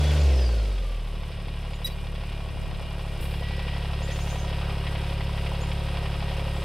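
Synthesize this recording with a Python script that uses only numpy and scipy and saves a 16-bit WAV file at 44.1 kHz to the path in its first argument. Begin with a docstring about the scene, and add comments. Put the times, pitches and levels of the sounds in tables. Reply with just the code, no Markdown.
"""A three-cylinder diesel tractor with a snowblower stands on a snowy forest trail, at working speed.
The throttle closes, the turbine spools down and the engine drops to a chugging idle amid light gusts.
Metal squeaks once and the idle grows louder; then beat and levels jump once, with two noise bursts.
A panel buzzes, some clatter blows come out louder, something soft swishes by, a bird chirps, boots scuff snow.
Engine tones are sine waves tied to the crankshaft; blows, air, wind and rustles are shaped noise."""
import sys
import numpy as np
from scipy import signal
from scipy.fft import rfft, irfft, next_fast_len
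from scipy.io import wavfile
from scipy.ndimage import map_coordinates

SR = 44100
rng = np.random.default_rng(int(sys.argv[2]) if len(sys.argv) > 2 else 0)


def store_wav(level_fs):
    """Save 16-bit WAV to argv[1]."""
    pcm = np.round(np.clip(np.atleast_2d(level_fs), -1, 1) * 32767)
    wavfile.write(sys.argv[1], SR, pcm.T.astype(np.int16))


N = 292824

# clatter spectrum, for the engine block and the panel: f/Hz, relative level/dB
CLATTER_SPECTRUM = [(900, -36), (1400, -7.5), (1540, -4), (1720, -6.5), (1900, -2), (2130, -3), (2480, -1),
                    (2750, 0), (3250, -1), (3450, -4), (3780, -3.5), (4000, -8), (5250, -9), (5900, -26),
                    (8000, -50)]
# blows in one four-stroke cycle: place in the cycle (0-1), then relative levels: thump/dB, knock/dB, clatter/dB
CYCLE_BLOWS = [(.07, -4, -2, -3), (.15, -14, -7, -4), (.26, 0, -7, -8), (.41, -7, 0, 0), (.49, -14, -7, -2),
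               (.59, -3, -8, -7), (.735, -6, -5, -6), (.83, -14, -12, -6), (.92, -4, -7, -9)]

# start and duration in seconds
CUT_S, CUT_TAKES_S = .18, 0.072  # the throttle closes and the engine coasts without fuel
CATCH_S, CATCH_TAKES_S = 0.89, 0.36  # the governor feeds fuel again at idle
APPROACH_S, APPROACH_TAKES_S = 1.92, 2.65  # the tractor grows louder, as if creeping nearer
BEAT_JUMP_S, BEAT_JUMP_TAKES_S = 3.19, .02  # the beat and the levels jump
BEAT_JUMP_FIRINGS = .25  # the beat shifts later by this share of a firing


def amp(db):
    """Decibels to gain."""
    return 10 ** (np.asarray(db) / 20)


def unit(x):
    """Scale to rms 1."""
    return x / np.sqrt(np.mean(x ** 2) + 1e-20)


def along(points, hz):
    """Read a curve given as (Hz, value) points on a log frequency axis."""
    f, v = np.transpose(points)
    return np.interp(np.log(hz + 1), np.log(f + 1), v)


def curves(rows):
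    """Join table rows with straight lines: one curve for each column after the time."""
    s, *cols = np.transpose(rows)
    return [np.interp(np.arange(N) / SR, s, c) for c in cols]


def ramp(start, length):
    """Rises from 0 to 1 over length seconds."""
    return np.clip((np.arange(N) / SR - start) / length, 0, 1)


def add(track, s, sound):
    """Mix a sound into a track at time s."""
    part = track[max(round(s * SR), 0):][:len(sound)]
    part += sound[:len(part)]


def swell(start, length, edges):
    """A smooth bump of height 1; edges is the share spent rising and falling."""
    bump = np.zeros(N)
    add(bump, start, signal.windows.tukey(int(length * SR), edges))
    return bump


def wobble(rate, count=N):
    """A smooth random curve through rate random points a second."""
    coarse = np.arange(0, count + 32, 32)  # worked out at every 32nd sample, then joined
    knots = rng.standard_normal(int(coarse[-1] * rate / SR) + 4)
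    smooth = map_coordinates(knots, [coarse * rate / SR])
    return np.interp(np.arange(count), coarse, smooth)


def filtered(x, response):
    """Multiply the spectrum of x by a response that depends on frequency."""
    m = next_fast_len(N + SR // 2)
    gains = response(np.fft.rfftfreq(m, 1 / SR))
    return irfft(rfft(x, m) * gains, m)[..., :N]


def spread(pair, spectrum):
    """Two unrelated signals become coloured stereo of rms 1: mono bass, wide treble."""
    # how alike left and right are: f/Hz, correlation (1 is mono)
    likeness = [(750, .999), (1200, .945), (2300, .945), (3500, .97), (4800, .75), (5700, .3), (7000, .55),
                (9000, .4), (14000, .3)]

    def mid_side_gains(hz):
        turn = np.arccos(np.clip(along(likeness, hz), -1, 1)) / 2
        return amp(along(spectrum, hz)) * [np.cos(turn), np.sin(turn)]

    mid, side = filtered(pair, mid_side_gains)
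    return unit(np.array([mid + side, mid - side]))


def narrow(turns, width_hz, pure):
    """A fuzzy tone of rms 1: a steady part plus slow noise that wobbles width_hz times a second."""
    fuzz = pure + wobble(width_hz) + 1j * wobble(width_hz)
    return unit(np.real(fuzz * np.exp(2j * np.pi * turns)))


def loudness(part, revs):
    """Level in dB of an engine part, from speed, fuel, nearness and the jump."""
    # for each part: idle level/dB, then added: at working speed/dB, coasting/dB, near/dB, after the jump/dB
    levels = { "firing tone": (-33.5, 12.2, 5, .3, 0.5), "second order": (-37.5, 8.5, -6, .5, 5),
              "upper orders": (-43.2, -4, -7, 4.8, 1.6), "thump": (-50, 8.5, -0.5, 5.8, .3),
              "knock": (-50, 9, -3.5, 6.3, .3), "clatter": (-48.8, 11, -2, 5.2, .8),
              "hiss": (-60.5, 10.5, -1, 4.5, .3), }
    idle, working, coasting, near, after_jump = levels[part]
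    coast = ramp(CUT_S, CUT_TAKES_S) - ramp(CATCH_S, CATCH_TAKES_S)
    by_engine = idle + working * revs + coasting * coast
    nearness = near * ramp(APPROACH_S, APPROACH_TAKES_S)
    return by_engine + nearness + after_jump * ramp(BEAT_JUMP_S, BEAT_JUMP_TAKES_S)


def forest(x, t60, wet_db):
    """The trunks scatter a short, thin echo that falls 60 dB in t60 seconds."""
    t = np.arange(SR // 2) / SR
    tail = rng.standard_normal((2, len(t))) * amp(-60 * t / t60)
    echo = signal.fftconvolve(x[None], tail / np.linalg.norm(tail[0]), axes=1)[:, :N]
    return x + amp(wet_db) * echo


def breeze():
    """Light gusts make low noise that is unrelated at the two microphone ports."""
    # gusts: t/s, length/s, peak level/dB before a random wobble
    gusts = [(.9, .7, -48), (1.75, .45, -45), (2.35, .65, -41), (3.0, .45, -47), (5.35, 1.2, -52)]
    # wind spectrum: f/Hz, relative level/dB
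    wind = [(15, -6), (35, 0), (80, -3), (200, -8), (300, -16), (600, -45), (1200, -90)]
    strength = sum(amp(db) * swell(s, length, edges=.6) for s, length, db in gusts)
    flutter = amp(1.5 * wobble(9))
    rumble = unit(filtered(rng.standard_normal((2, N)), lambda hz: amp(along(wind, hz))))
    return strength * flutter * rumble


def bird():
    """Thin whistles that rise quickly and level off."""
    # notes: t/s, length/s, start f/Hz, end f/Hz, peak level/dB before the echo
    notes = [(4.016, .04, 5900, 7500, -51), (4.105, 0.038, 5500, 7050, -48.5),
             (4.192, 0.038, 5400, 7000, -50.5), (4.283, 0.039, 5500, 6950, -49),
             (4.377, .036, 5500, 6750, -50), (5.603, 0.036, 6200, 7270, -51), (6.543, .04, 7300, 8000, -57)]
    track = np.zeros(N)
    for s, length, start_hz, end_hz, db in notes:
        rise = np.sin(np.linspace(0, np.pi / 2, int(length * SR)))
        hz = start_hz + (end_hz - start_hz) * rise
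        whistle = np.sin(2 * np.pi * np.cumsum(hz) / SR)
        add(track, s, amp(db) * whistle * signal.windows.tukey(len(hz), .5))
    return track


def swish():
    """A soft treble rustle, perhaps a jacket brushing by: even noise that swells and fades."""
    # swish spectrum: f/Hz, relative level/dB
    spectrum = [(2000, -30), (4500, 0), (7000, -2), (11000, -5), (15500, -14)]
    start_s, length_s, level_db = 3.95, .6, -52
    rustle = spread(rng.standard_normal((2, N)), spectrum)
    return amp(level_db) * swell(start_s, length_s, edges=1) * rustle


def noise_bursts(grain_db):
    """Grainy noises that start quickly and fade: a squeak's splash, two at the jump, boots in snow."""
    # t/s, length/s, centre f/Hz, octaves from the centre to 6 dB down, level at the start/dB;
    # 1.862 s: a splash with the squeak; 3.197 and 3.204 s: low and treble at the jump; after 4 s: boots
    bursts = [(3.197, .045, 320, 0.91, -40), (3.204, 0.27, 10500, .5, -48.5),
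              (1.862, 0.037, 4600, 1.6, -40.5), (4.609, .28, 1180, 0.42, -43.5), (5.5, .25, 640, 0.64, -47)]
    total = np.zeros((2, N))
    for s, length, hz, octaves, db in bursts:
        envelope, = curves([(s, 0), (s + 0.005, 1), (s + length / 3, .45), (s + length, 0)])
        near, far = 2 ** octaves, 8 ** octaves
        band = [(hz / far, -60), (hz / near, -6), (hz, 0), (hz * near, -6), (hz * far, -60)]
        grains = rng.standard_normal((2, N)) * amp(grain_db * wobble(300))
        total += amp(db) * envelope * spread(grains, band)
    return total


def squeak():
    """Dry metal sticks and slips, jumping between a few shrill modes."""
    # squeal parts: t/s, length/s, f/Hz, level of the basic tone/dB before the echo
    slips = [(1.843, 0.021, 3865, -25.5), (1.862, 0.027, 3930, -38), (1.856, 0.025, 4930, -39.5),
             (1.85, 0.04, 1940, -47), (1.885, .05, 3900, -49), (1.915, .028, 4600, -51),
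             (1.73, 0.05, 6950, -57), (1.846, 0.041, 5790, -47.5), (1.86, 0.025, 8800, -43.5),
             (1.86, .024, 12830, -48)]
    # tones in each part: multiple of its pitch, level/dB relative to the part
    overtones = [(1, -0.5), (1.5, -23), (2, -27), (2.5, -18.5), (3, -11.5), (4, -27)]
    track = np.zeros(N)
    for s, length, hz, db in slips:
        t = np.arange(int(length * SR)) / SR
        phase = 2 * np.pi * hz * t + .16 * wobble(600, count=len(t))
        tone = sum(amp(level) * np.sin(k * phase) for k, level in overtones if k * hz < SR / 2)
        add(track, s, amp(db) * tone * signal.windows.tukey(len(t), .5))
    return track


def loud_clatter(t60):
    """Some clatter blows come out louder: each adds noise that falls 60 dB in t60 seconds."""
    # louder blows: t/s, level/dB before the shared 4.5 dB boost and the soft start
    loud_blows = [(3.679, -39), (4.525, -40), (4.865, -37.5), (4.952, -40), (5.205, -40), (5.375, -37.5),
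                  (5.462, -40), (5.715, -42), (6.055, -39)]
    # their spectrum: f/Hz, relative level/dB
    spectrum = [(700, -40), (1500, -7), (1900, 4), (3250, 3), (3600, -25), (7000, -42)]
    envelope, t = np.zeros(N), np.arange(SR // 8) / SR
    soft_start = 1 - np.exp(-t / 0.0026)
    for s, db in loud_blows:
        add(envelope, s, amp(db + 4.5 - 60 * t / t60) * soft_start)
    return envelope * spread(rng.standard_normal((2, N)), spectrum)


def panel(hz):
    """Engine vibration now and then sets a sheet-metal panel ringing and chattering."""
    # buzzes: t/s, length/s, peak level of the bump/dB
    buzzes = [(3.37, 0.47, -50), (4.068, 0.071, -46), (4.84, 0.18, -55)]
    rest_db, chatter_db = -61, 2  # ring between buzzes once near; chatter relative to the bump
    buzz = sum(amp(db) * swell(s, length, edges=0.35) for s, length, db in buzzes)
    rest = amp(rest_db) * ramp(APPROACH_S, APPROACH_TAKES_S)
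    chatter = amp(chatter_db) * buzz * spread(rng.standard_normal((2, N)), CLATTER_SPECTRUM)
    ring = narrow(hz * np.arange(N) / SR, width_hz=40, pure=2.5)
    return (buzz + rest) * ring + chatter


def casing(revs):
    """The engine's covers, kept going by the clatter, ring at fixed pitches that stand out at idle."""
    # ringing modes: f/Hz, level/dB relative to the clatter level at idle
    modes = [(1873, -18), (2405, -17.5), (2490, -22), (2790, -19), (2868, -17), (3360, -20), (4930, -20.5),
             (5290, -25), (8340, -48), (8920, -28), (11660, -35)]
    clatter_db = loudness("clatter", revs) - 7 * revs
    ringing = sum(amp(db) * narrow(hz * np.arange(N) / SR, width_hz=40, pure=2.1) for hz, db in modes)
    return amp(clatter_db) * ringing


def intake(revs, db):
    """The intake's roar of air is noise that fades to nothing as the engine slows to idle."""
    # intake spectrum: f/Hz, relative level/dB
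    spectrum = [(1500, -30), (3500, -5), (4500, 1.5), (5800, -3), (7000, -8), (8500, -10), (12000, -38)]
    return amp(db) * revs * spread(rng.standard_normal((2, N)), spectrum)


def turbo():
    """The turbine spools down as the throttle closes, and its whistle falls and fades."""
    work_hz, idle_hz = 3400, 1102
    drop_s, spool_s = .125, .23  # start and time constant of the spool-down
    work_db, coast_db, idle_db, after_jump_db = -44.5, -56.5, -60, -67
    spin = np.exp(-np.maximum(np.arange(N) / SR - drop_s, 0) / spool_s)
    hz = idle_hz + (work_hz - idle_hz) * spin
    db = (work_db + (coast_db - work_db) * ramp(drop_s, CUT_TAKES_S)
          + (idle_db - coast_db) * ramp(CATCH_S, CATCH_TAKES_S)
          + (after_jump_db - idle_db) * ramp(BEAT_JUMP_S, .2))
    return amp(db) * narrow(np.cumsum(hz) / SR, width_hz=60, pure=1.6)


def mesh(crank, speed, revs):
    """Gear teeth whine at speed and sing out as they fall through a casing resonance."""
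    # tooth tones: multiple of the firing rate, level at working speed without resonance/dB, resonance gain/dB
    teeth = [(80, -57, 16), (94, -59, 5)]
    idle_fade_db = 8  # quieter by this much at idle
    ring_hz, ring_width_hz = 4930, 330  # centre of the resonance; distance to half its gain in dB
    tones = np.zeros(N)
    for k, db, ring_db in teeth:
        ring = 1 / (1 + ((round(k) * speed - ring_hz) / ring_width_hz) ** 2)
        level_db = db - idle_fade_db * (1 - revs) + ring_db * ring
        tones += amp(level_db) * narrow(round(k) * crank, width_hz=120, pure=.8)
    return tones


def gears(crank, revs):
    """Gears, pump and fan: wavering tones tied to the crankshaft fall with the engine speed."""
    # multiple of the firing rate, then levels relative to 1.5 dB above the knock:
    # at working speed/dB, at first idle/dB, at idle after the jump/dB
    whines = [(11.3, -19, -20.5, -12), (13.33, -17, -9.5, -13.5), (15.37, -15, -13.5, -6),
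              (18, -17, -13, -12.5), (20.08, -10, -24, -12.5), (20.43, -22, -18, -12),
              (26.67, -31, -17, -9.5), (27.7, -19, -14.5, -12.5), (35.7, -20, -26, -14.5),
              (53, -24, -16, -17), (67.3, -36, -9.5, -18), (69.6, -36, -24, -17), (78, -32, -20, -18),
              (80.4, -29, -10, -16.5)]
    knock_db, after_jump = loudness("knock", revs), ramp(BEAT_JUMP_S, 1.1)
    tones = np.zeros(N)
    for k, work, early, late in whines:
        idle = early + (late - early) * after_jump
        level = amp(knock_db + 1.5 + idle + (work - idle) * revs + 2.15 * wobble(7))
        tones += level * np.sin(2 * np.pi * k * crank + 0.29 * wobble(20))
    return tones


def rattle(firings, levels_db, spectrum, t60, scatter_db, jitter, fresh_db, wash_db):
    """Each blow of the cycle rings the block in its own repeating way, with a share of fresh noise."""
    t = np.arange(SR // 12) / SR
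    decay = amp(-60 * t / t60) * (1 - np.exp(-t / 0.0014))
    cycles = firings / 3  # three cylinders fire in each cycle
    outside = N / SR + 1  # blows before the start or past the end are put here
    ring, power = np.zeros((2, N)), np.zeros(N)
    for (place, *_), db in zip(CYCLE_BLOWS, levels_db):
        wanted = np.arange(int(cycles[-1]) + 1) + place
        times = np.interp(wanted, cycles, np.arange(N) / SR, left=outside, right=outside)
        chance = rng.standard_normal((len(times), 2))  # for the timing and strength of each blow
        at = np.abs((times + jitter * chance[:, 0]) * SR).astype(int)
        hits = np.bincount(at, amp(db + scatter_db * chance[:, 1]), N)[:N]
        own_ring = decay * rng.standard_normal((2, len(t)))
        ring += signal.oaconvolve(hits[None], own_ring, axes=1)[:, :N]
        power += hits ** 2
    envelope = np.sqrt(np.abs(signal.fftconvolve(power, decay ** 2)[:N]))
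    # part of the fresh noise follows the blows, and part is an even noise wash
    loose = (amp(fresh_db) * unit(envelope) + amp(wash_db)) * rng.standard_normal((2, N))
    density = np.sqrt(np.gradient(firings))  # more blows a second would be louder: even that out
    return spread((unit(ring) + loose) / density, spectrum)


def block(firings, revs):
    """Combustion thump, piston knock, injector and valve clatter, and the hiss of moving air."""
    # spectra, each: f/Hz, relative level/dB
    thump_spectrum = [(120, -28), (200, -7), (205, -9), (269, -9.5), (394, -2.5), (441, -6.5), (533, -0.5),
                      (620, -8), (810, -45), (1360, -120)]
    knock_spectrum = [(340, -35), (580, -8.5), (717, -1), (818, -5), (965, -6.5), (1140, -7.5),
                      (1600, -13.5), (2080, -47), (3520, -120)]
    hiss_spectrum = [(4000, -31), (5600, 0), (6500, -6), (7600, -5.5), (8600, 1.5), (9500, -4.5),
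                     (11500, -2.5), (12300, -11.5), (15500, -14.5)]
    _, thumps, knocks, ticks = np.transpose(CYCLE_BLOWS)
    # t60 and jitter are in seconds
    thump = rattle(firings, thumps, thump_spectrum, t60=0.024, scatter_db=0.65, jitter=.00006,
                   fresh_db=-3, wash_db=-6.5)
    knock = rattle(firings, knocks, knock_spectrum, t60=.045, scatter_db=1.3, jitter=.00003,
                   fresh_db=-6, wash_db=-8)
    clatter = rattle(firings, ticks, CLATTER_SPECTRUM, t60=0.06, scatter_db=2.5, jitter=.00002,
                     fresh_db=-15, wash_db=0)
    flutter = amp(1.68 * wobble(150) + .3 * np.cos(2 * np.pi * firings))
    hiss = spread(flutter * rng.standard_normal((2, N)), hiss_spectrum)
    parts = {"thump": thump, "knock": knock, "clatter": clatter, "hiss": hiss}
    return sum(amp(loudness(part, revs) + 0.52 * wobble(7.9)) * sound for part, sound in parts.items())


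def growl(firings, revs, db, shudder_db, shudder_s):
    """At speed, uneven firings drive rough cycle orders through the muffler; they swell as fuel is cut."""
    # muffler response: f/Hz, gain/dB before the growl is scaled to rms 1
    muffler = [(170, -20), (250, -7), (400, 0), (560, 1), (680, -5), (900, -14), (1300, -30)]
    cycles = firings / 3  # three cylinders fire in each cycle
    orders = np.zeros(N)
    for k in range(9, 42):  # multiples of the cycle rate
        strength = amp(3.2 * wobble(25.4))
        phase = rng.uniform(0, 2 * np.pi) + .5 * wobble(29.9)
        orders += strength * np.sin(2 * np.pi * k * cycles + phase)
    muffled = unit(filtered(orders, lambda hz: amp(along(muffler, hz))))
    level = amp(db + shudder_db * swell(CUT_S, shudder_s, edges=0.93))
    return level * revs * muffled


def exhaust(firings, revs):
    """One puff per firing; the muffler delays its orders unequally and stops the high ones."""
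    # upper orders: multiple of the firing rate, then level relative to "upper orders": idle/dB, working speed/dB
    upper_orders = [(3, 0.5, 1), (4, 0.5, 1), (5, -5, -5), (6, -22, -3), (7, -20.5, 0)]
    # the firing tone dips briefly: t/s, length/s, deepest change/dB
    dips = [(1.22, 0.18, -4), (2.42, .2, -6), (2.764, 0.18, -4)]
    # rumble spectrum: f/Hz, relative level/dB
    rumble_spectrum = [(15, -27), (35, -2), (70, 0), (150, -4.5), (220, -10.5), (400, -36), (900, -82)]

    def order(k, db, lead=0):
        level = np.sqrt(2) * amp(db + 0.4 * wobble(20))
        return level * np.cos(2 * np.pi * k * firings + lead)

    dip_db = sum(db * swell(s, length, edges=1) for s, length, db in dips)
    first_db = loudness("firing tone", revs) + dip_db
    second_db, upper_db = loudness("second order", revs), loudness("upper orders", revs)
    upper = sum(order(round(k), upper_db + idle + (work - idle) * revs) for k, idle, work in upper_orders)
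    rumble_level = amp(-47 + 8.1 * revs + 2.5 * wobble(4.5))
    rumble = rumble_level * spread(rng.standard_normal((2, N)), rumble_spectrum)
    first = order(1, first_db, lead=-0.16)
    second = order(2, second_db, lead=1.04 + 0.97 * revs)
    return first + second + upper + rumble


def scene():
    """The crankshaft drives the engine; revs is 0 at idle and 1 at working speed. The beat jumps once."""
    # engine speed: t/s, firing rate/Hz
    speed_points = [(0.0, 73.48), (0.2, 73.67), (0.56, 55.12), (0.8, 44.39), (1.0, 38.41), (1.3, 36.0),
                    (3.05, 35.56), (3.3, 35.32), (6.64, 35.35)]
    speed, = curves(speed_points)
    crank = np.cumsum(speed) / SR + .41  # counted in firings
    firings = crank - BEAT_JUMP_FIRINGS * ramp(BEAT_JUMP_S, BEAT_JUMP_TAKES_S)
    revs = np.clip((speed - speed[-1]) / (speed[0] - speed[-1]), 0, 1)
    outdoors = breeze() + forest(bird(), t60=.4, wet_db=2.0) + swish() + noise_bursts(grain_db=1.5)
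    body = forest(squeak(), t60=0.13, wet_db=-11) + loud_clatter(t60=0.087) + panel(hz=1936) + casing(revs)
    spinning = intake(revs, db=-46) + turbo() + mesh(crank, speed, revs) + gears(crank, revs)
    rough = growl(firings, revs, db=-39, shudder_db=5, shudder_s=.35)
    engine = block(firings, revs) + rough + exhaust(firings, revs)
    return outdoors + body + spinning + engine


def record(dry):
    """Nothing is kept from the band limit of 15750 Hz upward."""
    return filtered(dry, lambda hz: hz < 15750)


dry = scene()
out = record(dry)
store_wav(out)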